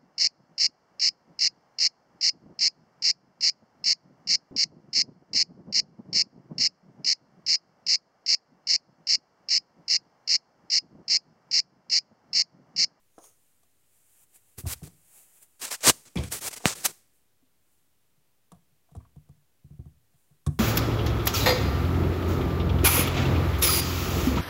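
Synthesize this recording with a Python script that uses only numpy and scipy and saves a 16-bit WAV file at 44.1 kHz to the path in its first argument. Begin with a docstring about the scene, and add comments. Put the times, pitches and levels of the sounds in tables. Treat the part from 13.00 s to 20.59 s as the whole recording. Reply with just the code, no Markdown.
"""In a room, a small camera is carried along and set down against a plastic toy.
Fingers brush its case and slide over the microphone port (shaped noise); once they shut it with a pop.
Then the resting camera is nudged: light, dull knocks and one heavier thump, made of dying tones,
a soft thud and ticks of noise. The knocks get a short room tail, and a faint steady hiss lies under all."""
import sys
import numpy as np
from scipy import signal
from scipy.fft import rfft, irfft
from scipy.io import wavfile
from scipy.ndimage import uniform_filter1d

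SR = 44100
rng = np.random.default_rng(int(sys.argv[2]) if len(sys.argv) > 2 else 0)


def wrap_up_sound(samples):
    """Save the sound to the file named by the first command line argument, as 16-bit audio."""
    columns = np.atleast_2d(samples).T
    # keep every value between -1 and 1, then stretch to whole-number steps
    tamed = np.clip(columns, -1, 1)
    steps = np.round(tamed * 32767).astype(np.int16)
    wavfile.write(sys.argv[1], SR, steps)


N = 334719  # length in samples

# Tone colour of skin sliding on the port: f/Hz, level per Hz/dB
SKIN_COLOUR = [(40, -14), (90, -6.5), (200, -6), (400, -2), (700, -4), (1400, -4.5), (2400, -4.5),
               (3500, -6), (4700, -4), (6300, -3.5), (8300, -2), (10000, -6.5), (13000, -10.5),
               (16000, -12.5)]


def amp(db):
    """Turns decibels into a gain."""
    return 10 ** (np.asarray(db) / 20)


def unit(x):
    """Scales a sound to an rms (average strength) of one."""
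    return x / np.sqrt(np.mean(x ** 2) + 1e-20)


def read(points, hz):
    """Reads a table of values against frequency, in straight lines on a log-frequency axis."""
    f, value = np.transpose(points)
    return np.interp(np.log(hz + 1), np.log(f + 1), value)


def add(mix, s, sound):
    """Lays a sound into the mix at time s, in seconds."""
    part = mix[max(round(s * SR), 0):][:len(sound)]
    part += sound[:len(part)]


def swell_and_fade(t, start, end, swell, fade):
    """Stays at one between start and end, with an exponential rise before and fall after."""
    before = np.maximum(start - t, 0)
    after = np.maximum(t - end, 0)
    return np.exp(-before / swell - after / fade)


def noise(colour, size, weight_db=0, fizz_db=0, peak_hz=1000, peak_db=0):
    """Noise of a given spectrum, with a shelf at each end and one resonance, at an rms of one."""
    hz = np.fft.rfftfreq(size, 1 / SR)
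    shelves_db = read([(330, weight_db), (650, 0), (7500, 0), (11000, fizz_db)], hz)
    octaves_off = np.log2((hz + 1) / peak_hz)
    hump_db = peak_db / (1 + (octaves_off / 0.5) ** 2)
    gain = amp(read(colour, hz) + shelves_db + hump_db)
    return unit(irfft(rfft(rng.standard_normal(size)) * gain, size))


def ring(modes, t, spread):
    """Dying tones of a struck body; each blow lands elsewhere and shifts their pitches a little."""
    shifts = 1 + spread * rng.uniform(-1, 1, len(modes))
    total = 0
    for (hz, db, t60), shift in zip(modes, shifts):
        total = total + amp(db - 60 * t / t60) * np.sin(2 * np.pi * hz * shift * t)
    return total


def background_hiss(level_db=-72.5):
    """A faint steady noise floor, fullest in the bass."""
    # f/Hz, level per Hz/dB
    floor_colour = [(25, -9.5), (45, -6), (70, -1), (140, -5.5), (200, -8.5), (400, -11), (650, -14.5),
                    (1200, -17.5), (3000, -18.5), (5000, -21), (10000, -20), (16000, -19.5)]
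    return amp(level_db) * noise(floor_colour, N)


def room(x, delay=0.026):
    """A short diffuse tail that builds up over the delay (s); its bands die at their own speeds."""
    # How long the room rings: f/Hz, time to fall 60 dB/s
    decay_times = [(100, 0.49), (500, 0.27), (2000, 0.14), (12000, 0.4166)]
    hz, t, z = signal.stft(rng.standard_normal(SR // 2), SR, nperseg=256)
    fading = z * amp(-60 * t / read(decay_times, hz)[:, None])
    tail = signal.istft(fading, SR, nperseg=256)[1]
    tail *= 1 - np.exp(-(np.arange(len(tail)) / SR / delay) ** 2)
    return signal.fftconvolve(x, tail / np.linalg.norm(tail))[:N]


def brushing(scuff_s=0.25, scuff_db=-55, scuff_fade=0.04):
    """The hand's thin hiss on the case, and one short scuff of plastic."""
    # Hand on the case: f/Hz, level per Hz/dB
    case_colour = [(300, -12.5), (750, -7), (1100, -12.5), (2700, -9.5), (4000, -16), (5600, -13),
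                   (7200, -2), (9000, 0), (11500, -3), (16000, -6.5)]
    # Scuffing plastic: f/Hz, level per Hz/dB
    scuff_colour = [(180, -42), (300, -12), (532, -2.5), (841, -19), (1290, -7), (1490, -20), (3670, -24),
                    (4850, -18), (6730, 0), (7420, -29), (9490, -0.5), (10600, -24), (15000, -37)]
    # One row a sweep of the hand: t at its height/s, level/dB, swell/s, fade/s
    sweep_rows = [ (.26, -58.5, .03, 0.045), (.45, -70.5, .4, .3), (.96, -68, .07, .08),
                  (1.24, -59.5, .22, .008), (1.36, -51.5, .017, 0.015), (1.49, -66.5, .04, 0.073),
                  (2.18, -52.5, 0.089, 0.084), (2.38, -58, 0.088, .03), (2.43, -49.5, 0.013, 0.013),
                  (3.06, -63, .08, .05), (4.16, -70, .05, .06), (4.73, -73, 0.093, .14),
                  (7.2, -73, 0.082, .17), (7.53, -66.5, .03, .08)]
    t = np.arange(N) / SR
    # the grip hisses steadily while the camera is carried
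    held_from_s, held_to_s, held_db, let_go_s = 1.31, 3.92, -68.8, .09
    grip = amp(held_db) * swell_and_fade(t, held_from_s, held_to_s, let_go_s, let_go_s)
    sweeps = [amp(db) * swell_and_fade(t, s, s, swell, fade) for s, db, swell, fade in sweep_rows]
    hiss = np.linalg.norm([grip, *sweeps], axis=0) * noise(case_colour, N)  # levels add as powers
    distance_s = np.hypot(t - scuff_s, .005)  # rounds the top, about 1 dB under scuff_db
    scuff_level_db = scuff_db - distance_s / scuff_fade * 20 / np.log(10)
    return hiss + amp(scuff_level_db) * noise(scuff_colour, N)


def drag(s=3.157, level_db=-32, fade=0.07, length=0.1, judder_db=2.0):
    """The case judders along the toy: a rough, hollow rumble with a creak on top."""
    # f/Hz, level per Hz/dB
    drag_colour = [(60, -4.5), (130, -1.5), (230, 1.5), (350, -4.5), (520, -5.5), (800, -14.5), (1200, -18),
                   (1700, -29), (2350, -12), (2800, -25), (3300, -33), (4700, -26), (5800, -28),
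                   (16000, -55)]
    out, t = np.zeros(N), np.arange(round(length * SR)) / SR
    wobble = unit(uniform_filter1d(rng.standard_normal(len(t)), size=200))
    rumble = unit(amp(judder_db * wobble) * noise(drag_colour, len(t)))
    soft_ends = signal.windows.tukey(len(t), .03)
    add(out, s, amp(level_db) * rumble * np.exp(-t / fade) * soft_ends)
    return out


def clack(centre_hz, t, focus_db=11, width=0.13, dense_db=-10, dense_fade=0.0054,
          rattle_db=-18, rattle_fade=0.033):
    """A blow favours the shell's tones near one pitch; a short rattle keeps exciting them."""
    # Tones of the hard shell: f/Hz, level/dB, time to fall 60 dB/s
    shell_modes = [(327, -1.5, .05), (462.2, -0.5, 0.034), (566.5, -8.5, 0.022), (703, 0, 0.035),
                   (936, -5, 0.0354), (1107, -1.5, 0.03984), (1590, -4, .03), (2350, -4.5, 0.022),
                   (3300, -5.5, .02), (4630, -10.5, .015)]
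    modes = [(hz, db - focus_db * np.log2(hz / centre_hz) ** 2, t60) for hz, db, t60 in shell_modes]
    # the noise has a hump around each tone
    grid = np.geomspace(30, 16000, 200)
    power = sum(amp(db) ** 2 / (1 + (np.log(grid / hz) / width) ** 2) ** 2 for hz, db, t60 in modes)
    colour = np.column_stack([grid, 10 * np.log10(power + 1e-20)])
    dying = amp(dense_db) * np.exp(-t / dense_fade) + amp(rattle_db) * np.exp(-t / rattle_fade)
    return ring(modes, t, spread=.035) + dying * noise(colour, len(t))


def contact(t, shell_db, shell_hz, contact_db, clack_rise=0.00075, tick_fade=0.0051,
            clack_db=-3, tick_db=-4):
    """The hard shell ticks and clacks where it is touched."""
    # Tick of the contact: f/Hz, level per Hz/dB
    tick_colour = [(500, -23.5), (2000, -16), (3500, 1.5), (4500, -5.5), (6000, -2), (8000, 1),
                   (10000, 1.5), (12500, -10.5), (16000, -15)]
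    tick = amp(contact_db + tick_db) * noise(tick_colour, len(t)) * np.exp(-t / tick_fade)
    shell = amp(shell_db + clack_db) * clack(shell_hz, t)
    return (tick + shell) * (1 - np.exp(-t / clack_rise))


def shell_clacks():
    """Clacks and ticks of the hard shell, alone or on top of a bump."""
    # One row a clack of the shell: t/s, clack level before the contact's trim/dB, clack centre f/Hz,
    # tick level before the contact's trim/dB
    clack_rows = [ (0.1812, -34.5, 570, -64), (.185, -45, 760, -51), (.2385, -51, 750, -45.5),
                  (.632, -63.5, 800, -58), (1.6555, -35, 620, -54), (3.171, -23.5, 3600, -40),
                  (3.184, -31.5, 3000, -37), (3.21, -38, 2400, -55), (3.2358, -32, 2360, -31),
                  (3.604, -41, 700, -56), (3.642, -29, 680, -48.5), (5.519, -40.5, 720, -58),
                  (5.89, -56.5, 790, -77), (5.951, -42, 640, -62), (6.003, -50.5, 1100, -68),
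                  (6.05, -52, 1150, -83.5), (6.798, -50, 480, -78), (7.464, -32.5, 1150, -31)]
    out, t = np.zeros(N), np.arange(SR // 3) / SR
    for s, *blow in clack_rows:
        add(out, s, contact(t, *blow))
    return out


def bumps(lag=.005, swell=0.0067, deep_rise=0.0022, tick_share_db=0):
    """The shell makes contact; the weight follows as a soft thud and a deep ring, then drops back once."""
    # One row a bump of the whole camera: t/s, weight level/dB, thud f/Hz,
    # hardness of the contact (clack level against the weight, before the contact's trim)/dB
    bump_rows = [ (1.574, -44, 110, -21), (1.633, -34, 118, -22), (1.6547, -36.5, 84, -10),
                 (1.819, -34, 148.6, -12.5), (1.872, -51, 164, 2), (3.156, -22.5, 171, -7.5),
                 (3.184, -25, 121.3, -15), (3.21, -33.5, 165, -16), (3.2356, -38, 108.6, -9),
                 (3.258, -38, 139.4, -6), (4.42, -61.5, 264, -10), (5.169, -63.5, 145, -16),
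                 (5.518, -45, 173, -1), (5.546, -52, 135, -6), (5.715, -63, 143, -16),
                 (5.914, -48.5, 144, -8), (5.951, -39.5, 160, -8), (5.964, -43, 91, -6),
                 (6.161, -39.5, 140, -14), (6.29, -43, 135, -11), (6.364, -58.5, 140, -18),
                 (6.64, -42.5, 133, -25), (6.703, -40, 139, -18), (6.731, -46.5, 145, -15.5),
                 (6.787, -34.5, 122, -33), (6.856, -39, 130, -15.5), (7.136, -59.5, 140, -8),
                 (7.305, -54, 140, -11), (7.4649, -19, 135, -14), (7.474, -22.5, 150, -11)]
    # The camera rocking on its support: f/Hz, level/dB, time to fall 60 dB/s
    rocking_modes = [(78.53, -1, .115), (95, -6.5, 0.11), (252.9, -19, .18), (343.5, -19.5, .11)]
    usual_bump_db, usual_thud_hz = -40, 145
    rock_base_db, rock_per_db, rock_db_per_octave = -2.5, 0.26, -22  # heavy, low bumps rock it most
    # a harder contact clacks higher and ticks much more
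    clack_hz, hard_db_per_octave, tick_per_db = 674, 43, 1.8
    rebound_s, rebound_db = .027, -14.5
    out, t = np.zeros(N), np.arange(SR // 3) / SR
    for s, weight_db, thud_hz, hard_db in bump_rows:
        shell_hz = clack_hz * 2 ** (hard_db / hard_db_per_octave)
        tick_db = weight_db + tick_share_db + tick_per_db * hard_db
        shell = contact(t, weight_db + hard_db, shell_hz, tick_db)
        push = t / swell * np.exp(1 - t / swell)  # peaks at one after the swell time
        thud = amp(weight_db) * push * np.sin(2 * np.pi * thud_hz * t)
        octaves_up = np.log2(thud_hz / usual_thud_hz)
        rock_db = rock_base_db + rock_per_db * (weight_db - usual_bump_db) + rock_db_per_octave * octaves_up
        deep = amp(weight_db + rock_db) * ring(rocking_modes, t, spread=0.031) * (1 - np.exp(-t / deep_rise))
        add(out, s, shell)
        add(out, s + lag, thud + deep)
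        add(out, s + lag + rebound_s, amp(rebound_db) * thud)
    return out


def port_pop(s=3.6564, spike_db=-3.8, spike_width=.00007, snap_db=-12, snap_fade=0.0013,
             swing_db=-5.0, swing_hz=165, swing_fade=0.0027):
    """A fingertip shuts the port: a sharp pressure spike flips over, then the trapped air swings back."""
    out, t = np.zeros(N), np.arange(SR // 8) / SR
    u = (t - .00025) / spike_width  # time from the flip, in spike widths
    spike = -amp(spike_db) * u * np.exp((1 - u ** 2) / 2)
    snap = amp(snap_db) * noise(SKIN_COLOUR, len(t), fizz_db=-9.0) * np.exp(-t / snap_fade)
    swing_shape = np.exp(-t / swing_fade) * (1 - np.exp(-t / 0.00022))
    swing = -amp(swing_db) * np.cos(2 * np.pi * swing_hz * t + .5) * swing_shape
    add(out, s, spike + snap)
    add(out, s + 0.00022, swing)
    return out


def port_rubbing(grain_db=1.5):
    """Skin rubs over the port: friction noise that follows the pressure of the finger."""
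    # One row a stretch of rubbing (a light touch, a slide, a firm press or the fading end of a stroke):
    # start t/s, length/s, first level/dB, last level/dB,
    # bass shelf (full under 330 Hz)/dB, fizz shelf (full over 11 kHz)/dB
    rub_rows = [ (1.585, .026, -38, -44.5, 9.5, 10.5), (1.668, .067, -39.5, -30.3, -9, 6.5),
                (1.832, .048, -47, -50.5, 17, 6.5), (2.596, .016, -53, -49, -3, 3),
                (2.618, .036, -36, -30.3, -4.5, 1.5), (2.66, .03, -39.5, -40.5, -2.5, -.5),
                (2.715, .038, -29.5, -34, -10, 0), (2.807, .035, -46.5, -45, -5.5, -2),
                (2.838, .032, -27.5, -17.3, -7, -2), (2.874, .027, -14.7, -12.3, 3, -2),
                (3.054, .03, -55, -52, 8, -7), (3.16, .125, -55.5, -46, 11.5, -1),
                (3.324, .067, -28, -40.5, 1, 5), (3.413, .07, -38.7, -28.6, 0.5, 4.5),
                (3.513, .008, -39, -46.5, 2.5, 0), (3.531, .012, -37, -38, -2.5, 2.5),
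                (3.565, .015, -38.5, -40, 0, -.5), (3.598, .045, -55, -50.5, 5.5, -3),
                (3.664, .071, -24.5, -37.3, -4, -4.5), (3.754, .085, -42.5, -46.5, 3.5, 3),
                (3.854, .008, -18.5, -17.5, -7, 3), (3.881, .032, -41, -46, 8, 2)]
    gap_hz, gap_db = 7300, 2  # resonance of the gap under the finger
    usual_rub_db = -38
    # a light touch lands quickly, a firm one builds
    press_s, press_s_per_db, slowest_press_s = .0042, .0003, .0062
    lift_s = .0056  # how fast the pressure eases at the end of a stretch
    # it trails off lightly afterwards, more after a firm end
    trail_base_db, trail_per_db, trail_db_per_s = -56.5, 0.2575, 125
    out, size = np.zeros(N), SR // 2
    t = np.arange(size) / SR - .1  # starts 0.1 s early, for the swell
    for s, length, first_db, last_db, weight_db, fizz_db in rub_rows:
        landing = np.clip(press_s + press_s_per_db * (first_db - usual_rub_db), .0015, slowest_press_s)
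        level = amp(np.interp(t, [0, length], [first_db, last_db]))
        press = level * swell_and_fade(t, 0, length, landing, lift_s)
        trail_db = min(trail_base_db + trail_per_db * (last_db - usual_rub_db), last_db - 10.5)
        trail = amp(trail_db - trail_db_per_s * (t - length)) * (t > length)
        # the skin catches and slips
        catches = unit(uniform_filter1d(rng.standard_normal(size), size=40))
        friction = noise(SKIN_COLOUR, size, weight_db, fizz_db, gap_hz, gap_db)
        rubbing = unit(amp(grain_db * catches) * friction)
        add(out, s + t[0], np.maximum(press, trail) * rubbing)
    return out


def scene(bump_room_db=-16, rub_room_db=-32):
    """Bumps and clacks reach the room; rubbing, dragging and the pop at the port hardly do."""
    knocks = bumps() + shell_clacks()
    rubs = port_rubbing() + port_pop() + drag()
    echo = room(amp(bump_room_db) * knocks + amp(rub_room_db) * rubs)
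    return (knocks + rubs + echo + brushing() + background_hiss())[None]


def record(dry, low_hz=58, edge_hz=15950):
    """The small microphone sheds deep bass and rests slightly off zero; then the top is cut off."""
    bass_cut = signal.butter(4, low_hz, "high", fs=SR, output="sos")
    thin = signal.sosfilt(bass_cut, dry) - .0004
    top_cut = signal.firwin(511, edge_hz, window=("kaiser", 9), fs=SR)
    return signal.oaconvolve(thin, top_cut[None], "same")


dry = scene()
out = record(dry)
wrap_up_sound(out)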